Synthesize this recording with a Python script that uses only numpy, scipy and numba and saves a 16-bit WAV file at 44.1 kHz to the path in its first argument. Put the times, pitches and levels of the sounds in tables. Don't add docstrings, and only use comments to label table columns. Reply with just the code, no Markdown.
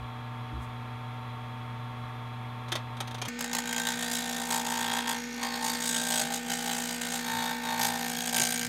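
import sys
import numpy as np
from scipy import signal
from scipy.fft import rfft, irfft
from scipy.io import wavfile
from scipy.ndimage import uniform_filter1d
from numba import njit

SR = 44100
rng = np.random.default_rng(int(sys.argv[2]) if len(sys.argv) > 2 else 0)


def waveform_to_disk(signal):
    frames = np.transpose(np.atleast_2d(signal))
    scaled = np.clip(frames, -1, 1) * 32767
    samples = np.round(scaled).astype(np.int16)
    wavfile.write(sys.argv[1], SR, samples)


def ratio(d):
    e = np.asarray(d, float) / 20
    return 10 ** e


N = 382788

FAST_S = 3.279
SPINDLE_HZ, MAINS_HZ, BELT_HZ = 28.135, 119.92, 151.02
CORNER_GAP_TURNS = .245

# multiple of the base rate, rms level in dB.
MAINS_LINES = [(1, -40), (2, -49.5)]
BELT_LINES = [(2, -69), (3, -60), (4, -63.5), (5, -53.5), (6, -51), (7, -63), (8, -59.5), (9, -60.5)]
SPINDLE_LINES = [(1, -61.5), (11, -68.5), (22, -66), (36, -79), (49, -60), (117, -62.5)]
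# frequency in Hz, rms level in dB.
WHINES = [(205, -68), (270, -67), (352, -66), (410, -69), (713, -68), (738, -64), (812, -66), (880, -67),
          (1001, -65), (1039, -67), (1074, -63), (1096, -66), (1241, -66), (1123.9, -61), (1168.7, -65),
          (1264.1, -61), (1559.6, -73), (1661.2, -69), (1678.1, -62), (1829.1, -69), (1946.5, -70),
          (2030.9, -71), (2131.2, -70), (2248.5, -70), (2282.2, -71), (2360, -69), (2399.6, -71),
          (2468.2, -71), (2584, -71), (2632.8, -69), (4005.4, -78)]
# frequency in Hz, density in dB per Hz.
RUMBLE_SPECTRUM = [(18, -26), (30, -47), (64, -7.5), (88, -9.5), (124, 0), (149, -10.5), (179, -14),
                   (233, -8.5), (287, -20), (499, -15.5), (913, -14), (1460, -17.5), (3400, -24),
                   (4780, -34.5), (6000, -38), (6900, -38.5), (7900, -42.5), (9600, -38.5), (10400, -42.5),
                   (11700, -39), (13500, -43), (16000, -51)]
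RUMBLE_DB = -46
# frequency in Hz, width in Hz, level in dB.
HOUSING_MODES = [(1100, 130, 6), (3340, 80, 6), (2130, 650, -4), (3550, 62, 5), (6200, 180, -37),
                 (3980, 20, 13)]
# start in seconds, peak in dB, frequency in Hz, length in seconds.
BENCH_KNOCKS = [(0.0, -41, 65, .08), (.515, -44, 310, .06), (.53, -33, 66, .12), (.56, -48, 340, .05),
                (.66, -47, 66, .12), (3.95, -47, 65, .08), (6.2, -48, 100, .1), (6.22, -46, 75, .14),
                (8.385, -38, 105, .06), (8.393, -38, 180, .05), (8.398, -38, 115, .05),
                (8.4, -39, 370, .03), (8.40, -37, 72, .08), (8.63, -47, 65, .1)]
# centre in seconds, level in dB, spread in seconds.
SLEEVE_BRUSH = (0.634, -61.5, 0.027)

# time in seconds, peak in dB.
FIRST_NICKS = [(2.6828, -36), (2.7187, -18.5), (2.7533, -20.5), (2.9672, -37), (3.0031, -22.5),
               (3.0739, -32), (3.1093, -34.5), (3.144, -30), (3.1813, -36), (3.2161, -22), (3.2513, -26.5),
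               (3.2837, -24.5)]
FAST_NICKS = [(3.3897, -26), (3.4074, -18.5), (3.4425, -25), (3.5315, -21), (3.549, -17), (3.5854, -18),
              (3.6557, -30), (3.675, -26.5), (3.7095, -35), (3.727, -19), (3.7624, -33), (3.7804, -23.5),
              (3.7983, -40), (3.8512, -48), (3.8698, -22), (3.8874, -24)]
# frequency in Hz, density in dB per Hz.
NICK_SPECTRUM = [(180, -38), (300, -5), (930, -3.5), (2100, -8.5), (3290, -12), (5610, -15.5), (6300, -11),
                 (7690, -22.5), (11500, -22.5), (16000, -35)]
# frequency in Hz, width in Hz, level in dB.
GOUGE_MODES = [(2630, 6, -2), (3210, 49, -2), (3590, 440, -5), (5200, 95, -15), (6100, 46, -22),
               (8650, 130, 1), (11200, 96, -4)]

# time in seconds, pressure in dB, edge shear in dB,
# coupling to the headstock in dB.
FEED_PATH = [(3.28, -41.5, -6, -12), (3.7, -39.5, 2.5, -7), (4.0, -42, 0.5, -4.5), (4.45, -42.5, 4, 0.5),
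             (4.7, -36.5, -2, -10.5), (5.0, -32, -11.5, -18), (5.45, -34.5, -8.5, 0), (5.8, -39, 0.5, -4.5),
             (5.95, -39.5, 2, -6), (6.19, -38, 3, -12), (6.27, -39, -2, -33), (6.9, -43, 5.5, -37),
             (7.25, -36.5, -4.5, -10), (7.75, -36.5, -8, -9), (8.05, -41.5, 3.5, -12),
             (8.15, -46.5, 10.5, -1), (8.45, -38, 10, -14), (8.68, -40.5, 7, -28)]
# time in seconds, hold in seconds, force in dB, extra tear in dB.
HAND_DIGS = [(3.4, 0.077, -2, 7.5), (3.52, 0.071, 1.5, 5), (3.77, 0.033, 1.5, 2), (3.86, 0.041, 5.5, 0.5),
             (3.99, 0.063, 3.5, 0), (4.11, 0.054, 2, 6.5), (4.35, 0.066, 1.5, -2), (4.5, 0.046, 7, -2.5),
             (4.92, 0.084, -0.5, 3.5), (5.07, 0.045, 4, 5), (5.16, .19, 2, 4.5), (5.413, 0.019, 10.5, 1.5),
             (5.63, 0.033, -2, 5), (5.855, 0.0081, 1.5, 4), (5.93, 0.026, 2.5, 1), (6.09, 0.1, 2.5, 0),
             (6.33, 0.019, 2.5, 3.5), (6.5, 0.012, 6.5, -3.5), (6.68, 0.05, 4.5, -4),
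             (7.13, 0.027, -3, 5.5), (7.79, 0.072, 4, 5), (8.2, 0.028, -1.5, 0), (8.345, 0.042, 6.5, -3.5),
             (8.615, 0.0084, 5.5, -6)]
DIG_RISE_S, DIG_FALL_S = 0.026, 0.062
# deepest moment in seconds, depth in dB, easing in seconds, return in seconds.
HAND_LIFTS = [(3.35, 22, 0.13, 0.076), (3.49, 6, 0.035, 0.05), (3.632, 7, 0.05, .05),
              (3.96, 1, 0.036, 0.032), (4.47, 1.5, 0.043, 0.026), (4.63, 8.5, 0.016, 0.022),
              (5.04, 7, 0.052, 0.068), (5.28, 22, 0.21, 0.35), (5.6, 7, 0.045, 0.051),
              (5.79, 4, 0.083, 0.01), (6.29, 7, 0.019, 0.025), (6.45, 8.5, 0.13, 0.05),
              (6.63, 1, 0.034, 0.027), (6.999, 8.5, 0.049, 0.016), (7.09, 1.5, 0.027, .03),
              (7.22, 5, 0.033, 0.11), (7.6, 8.5, .1, 0.057), (7.99, 1.5, 0.039, 0.087),
              (8.31, 9, 0.02, 0.024)]
# offset in dB, share of pressure, share of digs, share of lifts.
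BLANK_FOLLOWS = (-41.5, -0.05, 0.38, 0.86)
HEAD_FOLLOWS = (-34, 2.7, 1.13, 1.5)
TEAR_FOLLOWS = (-37.5, 1.37, 1.29, 1.17)
BED_FOLLOWS = (-52, 0, 0.55, 1)
MEAN_PRESSURE_DB = -38
# time in seconds, level in dB, spread in seconds.
BED_JOLTS = [(3.28, -65, 0.03), (3.87, -67, 0.28), (4.85, -59.5, 0.13), (7.37, -47.5, 0.038),
             (7.87, -53, 0.13), (8.41, -56, 0.045), (8.68, -50, 0.057)]
BED_GROWTH_DB_S, BED_SECOND_DB = 1, -17
RUN_OUT_S, RUN_OUT_DB_S = 8.44, -67

# time in seconds, angle of the first corner in turns,
# second corner minus first in dB, length of a bite in turns.
CORNER_PATH = [(3.28, 1, -34, 0.08), (3.88, 1.05, -29, 0.25), (3.931, .81, -1, 0.18),
               (5.202, .80, 2.5, 0.13), (5.6, 0.83, 2, 0.26), (6.146, 0.73, -2.5, 0.2),
               (6.223, 0.99, -1.5, 0.24), (6.999, .90, 2.5, 0.17), (7.501, 0.89, -3, 0.29),
               (8.202, 0.83, 5.5, 0.086), (8.68, 0.94, -7, 0.086)]
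CRACK_TURNS, CRACK_DB = 0.067, -11
# time in seconds, heard pitch in Hz, level in dB.
BLANK_RING = [(3.28, 804, -1.5), (3.9, 830, -1.5), (4.1, 755, -2), (4.35, 794, 0), (4.55, 830, 2),
              (5.2, 832, 3), (5.45, 830, 6), (5.75, 849, 1.5), (5.92, 785, -2), (6.2, 764, 1.5),
              (6.5, 785, -1), (7.1, 778, 2), (7.28, 818, 1), (7.6, 825, 2.5), (7.92, 804, 4.5),
              (8.1, 774, -1), (8.3, 747, 0), (8.68, 750, 7)]
SIDE_MODE_S, SIDE_MODE_SPAN_S = 6.05, 0.55
HEADSTOCK_HZ = 450.
STRIKE_DB, STRIKE_LAG_TURNS, STRIKE_TURNS, STRIKE_HZ = -2, .08, .004, 900.
GRIP_TIMES = [3.28, 3.9, 4.46, 5.18, 5.4, 5.85, 6.24, 7.2, 8.1, 8.33, 8.68]
REGRIP_S = 0.13
# heard frequency in Hz, level in dB.
SHAFT_RINGS = [
    [(1575, 7), (1856, 5), (3250, 11), (3712, 11), (4725, -6), (5203, 1)],
    [(1518, 4), (1828, 3), (3375, 8), (3712, 9), (4584, 1), (5259, -7)],
    [(1603, -15.5), (1856, -8), (3318, 3), (3712, -2), (4556, 1), (5034, 3)],
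    [(1518, -12), (1828, -2), (2165, 8), (3712, -4), (4430, 6), (5850, 26)],
    [(2220, 2), (1850, 0), (3250, -6), (3712, 1), (4560, 14), (5100, 5)],
    [(1575, 1.5), (1828, -10), (3300, 4), (3712, 8), (4500, 1), (5203, -3)],
    [(1505, 1.5), (1856, -8), (2165, -1), (3080, 7.5), (3825, 0), (4650, 3)],
    [(1804, 2), (2290, 0.5), (1520, 0), (3730, 4.5), (4400, 5), (5200, -6)],
    [(1659, 5.5), (2306, -5), (3262, 11), (4415, 7), (4668, -2), (5343, 13)],
    [(1603, 1.5), (2306, 9.5), (3121, 8), (4668, -14), (5118, 16), (5371, 9)],
]
EDGE_RINGS = [
    [(6862, 9), (7440, 3), (10350, -4), (12121, -13)],
    [(6637, -12), (7396, 5), (10434, 8), (12065, -9)],
    [(6946, -1), (8043, 1), (9200, -7), (12093, 3)],
    [(6581, 17.5), (9281, -4), (10462, 13), (12543, 14)],
    [(6665, 1.2), (7453, -2.2), (8634, -2.2), (12206, 2.5)],
    [(6693, 3.5), (8000, 10), (8500, 4), (12121, -7)],
    [(6609, -0.79), (7565, -1), (8200, -1.6), (12250, -0.41)],
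    [(6500, -11), (8550, -16), (9200, -22), (12165, 9)],
    [(6637, 5), (8100, -9), (9100, -8), (12262, 5)],
    [(6609, 3), (8100, -28), (9000, 5.5), (12150, 5)],
]
SHAFT_CYCLES, EDGE_CYCLES = 20, 28
# frequency in Hz, density in dB per Hz.
SCRAPE_SPECTRUM = [(590, -48), (1000, -4.5), (1240, -10.5), (1460, -0.5), (1860, -0.5), (2600, -7),
                   (3740, 0.5), (5500, -8), (7150, -22), (12100, -120)]
TEAR_SPECTRUM = [(2350, 1.5), (4000, -1), (4210, -3), (4560, -1.5), (5600, -2.5), (6720, 2), (7230, -2),
                 (8880, -1), (9840, -7.5), (11000, -9), (12400, -6), (15600, -16)]

SHED_T60_S, SHED_DB = 0.15, -12
SHED_DULL_HZ = 4300
ROUND_AT = .3


def level(x, db=0):
    return x * ratio(db) / np.sqrt(np.mean(x ** 2))


def as_loud(x, gain):
    return level(x) * np.sqrt(np.mean(gain ** 2))


def shed_time(s):
    return s + np.maximum(np.asarray(s) - FAST_S, 0)


def along(t, when, values):
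    return np.interp(t, shed_time(when), values)


def highpass(x, hz):
    return signal.sosfilt(signal.butter(4, hz, "high", fs=SR, output="sos"), x)


def colour(x, points, pace=1):
    hz, db = np.transpose(points)
    grid = np.maximum(np.arange(1025) * SR / 2048, 1)
    log_gain = np.interp(np.log(grid), np.log(hz / pace), db) * np.log(10) / 20
    cepstrum = irfft(log_gain)
    cepstrum[1:1024] *= 2
    cepstrum[1025:] = 0
    response = irfft(np.exp(rfft(cepstrum)))
    return signal.oaconvolve(x, response)[:len(x)]


@njit
def svf(x, hz, width):
    y, band, low = np.empty(len(x)), 0., 0.
    for i in range(len(x)):
        g, k = np.tan(np.pi * hz[i] / SR), width / hz[i]
        v = (band + g * (x[i] - low)) / (1 + g * (g + k))
        band, low, y[i] = 2 * v - band, low + 2 * g * v, k * v
    return y


def ring(x, modes, pace=1):
    return sum(ratio(db) * svf(x, np.full(len(x), hz / pace), width / pace) for hz, width, db in modes)


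def per_turn(turns, keep, rough_db=0):
    keep, size = np.clip(keep, 0, .995), int(SR / SPINDLE_HZ)
    fresh = rng.standard_normal((int(turns[-1]) + 41, size))
    fresh *= ratio(rough_db * rng.exponential(size=fresh.shape))
    surface = signal.lfilter([1], [1, -keep], fresh, axis=0)[40:]
    return level(surface.ravel()[(turns * size).astype(int)])


def shed(x):
    age = np.arange(int(.6 * SR)) / SR
    tail = rng.standard_normal(len(age)) * np.exp(-np.log(1000) * age / SHED_T60_S) * (age > .004)
    tail = signal.sosfilt(signal.butter(1, SHED_DULL_HZ, fs=SR, output="sos"), tail)
    return x + ratio(SHED_DB) * signal.oaconvolve(x, tail / np.sqrt(np.sum(tail ** 2)))[:len(x)]


def motor(t):
    lines = list(WHINES)
    for base_hz, orders in ((MAINS_HZ, MAINS_LINES), (BELT_HZ, BELT_LINES), (SPINDLE_HZ, SPINDLE_LINES)):
        lines += [(base_hz * int(k + .5), db) for k, db in orders]
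    hum = sum(ratio(db) * np.sqrt(2) * np.sin(2 * np.pi * (hz * t + rng.random())) for hz, db in lines)
    rumble = rng.standard_normal(len(t)) + ratio(-6.5) * per_turn(t * SPINDLE_HZ, keep=1.0)
    return hum + level(colour(rumble + ring(rumble, HOUSING_MODES), RUMBLE_SPECTRUM), RUMBLE_DB)


def bench(t):
    out = np.zeros(len(t))
    for s, db, hz, length in BENCH_KNOCKS:
        age = np.clip(t - shed_time(s), 0, length)
        out += ratio(db) * np.sin(2 * np.pi * hz * age) * np.sin(np.pi * np.sqrt(age / length))
    return out


def sleeve(t):
    s, db, spread = SLEEVE_BRUSH
    cloth = level(svf(rng.standard_normal(len(t)), 0 * t + 7400.0, 6000.))
    return ratio(db) * np.exp(-((t - s) / spread) ** 2) * cloth


def hand():
    s = np.arange(FAST_S, N / SR, .004)
    ring_s, ring_hz, ring_db = np.transpose(BLANK_RING)
    feed_s, *feed = np.transpose(FEED_PATH)
    pressure, shear, coupling = (np.interp(s, feed_s, column) for column in feed)
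    dig, rip, lift = 0, 0, 0
    for at, hold, force_db, tear_db in HAND_DIGS:
        shape = np.clip(np.minimum((s - at) / DIG_RISE_S + .5, 1 - (s - at - hold) / DIG_FALL_S), 0, 1)
        dig = dig + force_db * shape
        rip = rip + tear_db * shape
    for at, depth_db, ease, back in HAND_LIFTS:
        lift = lift + depth_db * np.clip(np.minimum(1 + (s - at) / ease, 1 - (s - at) / back), 0, 1)

    def follow(law):
        offset, by_pressure, by_dig, by_lift = law
        return offset + by_pressure * (pressure - MEAN_PRESSURE_DB) + by_dig * dig - by_lift * lift

    run_out = RUN_OUT_DB_S * np.maximum(s - RUN_OUT_S, 0)
    return {"s": s,
            "blank_db": follow(BLANK_FOLLOWS) + np.interp(s, ring_s, ring_db) + run_out,
            "blank_hz": np.interp(s, ring_s, ring_hz),
            "steel_db": pressure + dig - lift,
            "tear_db": follow(TEAR_FOLLOWS) + shear + rip,
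            "head_db": follow(HEAD_FOLLOWS) + coupling,
            "shake_db": follow(BED_FOLLOWS) + BED_GROWTH_DB_S * (s - 6)}


def bed(t, moves):
    s, shake_db = moves["s"], moves["shake_db"]
    double = ratio(shake_db + BED_SECOND_DB)
    double = double + sum(ratio(db) * np.exp(-((s - at) / spread) ** 2) for at, db, spread in BED_JOLTS)
    shake = 0
    for k, gain in ((3, ratio(shake_db)), (2, double)):
        shake = shake + along(t, s, gain) * np.sqrt(2) * np.sin(2 * np.pi * k * SPINDLE_HZ * t)
    return (t > FAST_S) * shake


def nicks(t):
    gate = np.zeros(len(t))
    for s, db in list(FIRST_NICKS) + list(FAST_NICKS):
        for lag_s, lag_db in ((0, -4), (.0045, -7)):
            at = int((shed_time(s) + lag_s) * SR)
            age = np.arange(min(2000, len(t) - at)) / SR
            gate[at:at + len(age)] += ratio(db + lag_db) * (1 - np.exp(-age / 0.00082)) * np.exp(-age / 0.0053)
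    burst = gate * level(colour(rng.standard_normal(len(t)), NICK_SPECTRUM))
    return ratio(-2.05) * burst + ratio(8.5) * ring(burst, GOUGE_MODES)


def blank_ring(t, turns, shove, moves):
    hz = uniform_filter1d(along(t, moves["s"], moves["blank_hz"]) / 2, size=4000)
    free = svf(svf(shove, hz, 43.0), hz, 180.0)
    fixed = ratio(-6.5) * ring(shove, [(194.8, 2.85, -3.5), (336.7, 21, -4.0)])
    awake = .15 + np.exp(-((t - shed_time(SIDE_MODE_S)) / SIDE_MODE_SPAN_S) ** 2)
    return free + fixed + awake * ring(shove, [(312.8, 2.0, 4.5)])


def headstock_ring(shove):
    main = ring(ring(shove, [(HEADSTOCK_HZ, 16, 0)]), [(HEADSTOCK_HZ, 60, 0)])
    return main + ring(shove, [(531, 32, -12.5), (478, 6.7, -11.5)])


def held(x, t, holds, ring_db, cycles):
    out = 1. * x
    edges = shed_time(GRIP_TIMES)
    for start, stop, modes in zip(edges, edges[1:], holds):
        a, b = np.searchsorted(t, [start - REGRIP_S, stop + 2 * REGRIP_S])
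        share = np.clip(np.minimum(t[a:b] - start, stop - t[a:b]) / REGRIP_S / 2 + .5, 0, 1)
        rings = [(hz, hz / cycles, db) for hz, db in modes]
        out[a:b] += ratio(ring_db) * ring(x[a:b] * share, rings, pace=2)
    return out


def steel_shaft(t, turns, gate, angle, size, gain):
    slow_gate = uniform_filter1d(gate, size=210, origin=104)
    grain = per_turn(turns, keep=0.75, rough_db=0.5) + ratio(-6.5) * rng.standard_normal(len(t))
    strike = np.sum(size * np.exp(-((angle - STRIKE_LAG_TURNS) % 1) / STRIKE_TURNS), axis=0)
    knock = level(ring(strike, [(STRIKE_HZ, STRIKE_HZ, 0)]), STRIKE_DB)
    force = level((slow_gate + 0.026 * gate) * grain) + knock
    scrape = colour(gain * force, SCRAPE_SPECTRUM, pace=2.1)
    steel = highpass(held(scrape, t, SHAFT_RINGS, ring_db=4.5, cycles=SHAFT_CYCLES), 280)
    return as_loud(steel, gain)


def torn_fibres(t, turns, since, gate, angle, size, gain):
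    crack = ratio(CRACK_DB) * np.sum(size * np.exp(-angle / CRACK_TURNS), axis=0)
    chatter = 1 + .4 * np.cos(2 * np.pi * 16 * since)
    fibre = (gate + crack) * chatter * per_turn(turns, keep=0.18, rough_db=2.0)
    tear = colour(gain * fibre, TEAR_SPECTRUM, pace=2.003)
    tear = highpass(held(tear, t, EDGE_RINGS, ring_db=-4.0, cycles=EDGE_CYCLES), 1500)
    return as_loud(tear, gain)


def cut(t, moves):
    s = moves["s"]
    when, first, second_db, bite = np.transpose(CORNER_PATH)
    turns = t * SPINDLE_HZ
    since = turns - shed_time(3.3) * SPINDLE_HZ - along(t, when, first)
    one_pass = np.floor(since - np.floor(since[0])).astype(int)
    depth = np.clip(rng.standard_normal((int(turns[-1]) + 9, 2))[one_pass].T, -1.7, 1.7)
    angle = np.array([since % 1, (since - CORNER_GAP_TURNS) % 1])
    size = np.array([1 + 0 * t, ratio(along(t, when, second_db))])
    size = size * ratio(.4 * depth[0] + .7 * depth)
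    gate = np.sum(size * (1 - np.exp(-angle / 0.00031)) * np.exp(-angle / along(t, when, bite)), axis=0)

    shove = sum(np.cos(2 * np.pi * k * turns - .3 * (k - 15) ** 2 - 3.4 * k) for k in range(7, 26))
    uneven = svf(gate * per_turn(turns, keep=.9), 0 * t + 450., 400.)
    shove = level(shove) + ratio(-7) * level(uneven)
    blank_db = along(t, s, moves["blank_db"]) + 2.5 * uniform_filter1d(depth[0], size=1500)
    body = ratio(blank_db) * level(blank_ring(t, turns, shove, moves))
    body = body + ratio(along(t, s, moves["head_db"])) * level(headstock_ring(shove))

    landed = t - (angle[0] - .2) / SPINDLE_HZ
    steel_gain = ratio(along(landed, s, moves["steel_db"])) * (landed > FAST_S)
    tear_gain = ratio(along(landed, s, moves["tear_db"])) * (landed > FAST_S)
    scrape = steel_shaft(t, turns, gate, angle, size, steel_gain)
    scrape = scrape + torn_fibres(t, turns, since, gate, angle, size, tear_gain)
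    return (t > FAST_S) * body, scrape


def scene():
    t = np.arange(2 * N) / SR
    t = t[t <= shed_time(N / SR)]
    moves = hand()
    body, scrape = cut(t, moves)
    background = motor(t) + bench(t) + sleeve(t)
    sound = background + bed(t, moves) + body + shed(nicks(t) + scrape)
    half = int(FAST_S * SR / 2)
    fast = signal.resample_poly(sound, 1, 2)[half:]
    return np.concatenate([sound[:2 * half], fast, np.zeros(9)])[None, :N]


def top_cut(x):
    return signal.sosfilt(signal.butter(12, 16530, fs=SR, output="sos"), x)


def record(dry):
    rounded = ROUND_AT * np.tanh(dry / ROUND_AT)
    top = signal.ellip(8, .3, 48, 15800, fs=SR, output="sos")
    return top_cut(signal.sosfilt(top, rounded))


dry = scene()
out = record(dry)
waveform_to_disk(out)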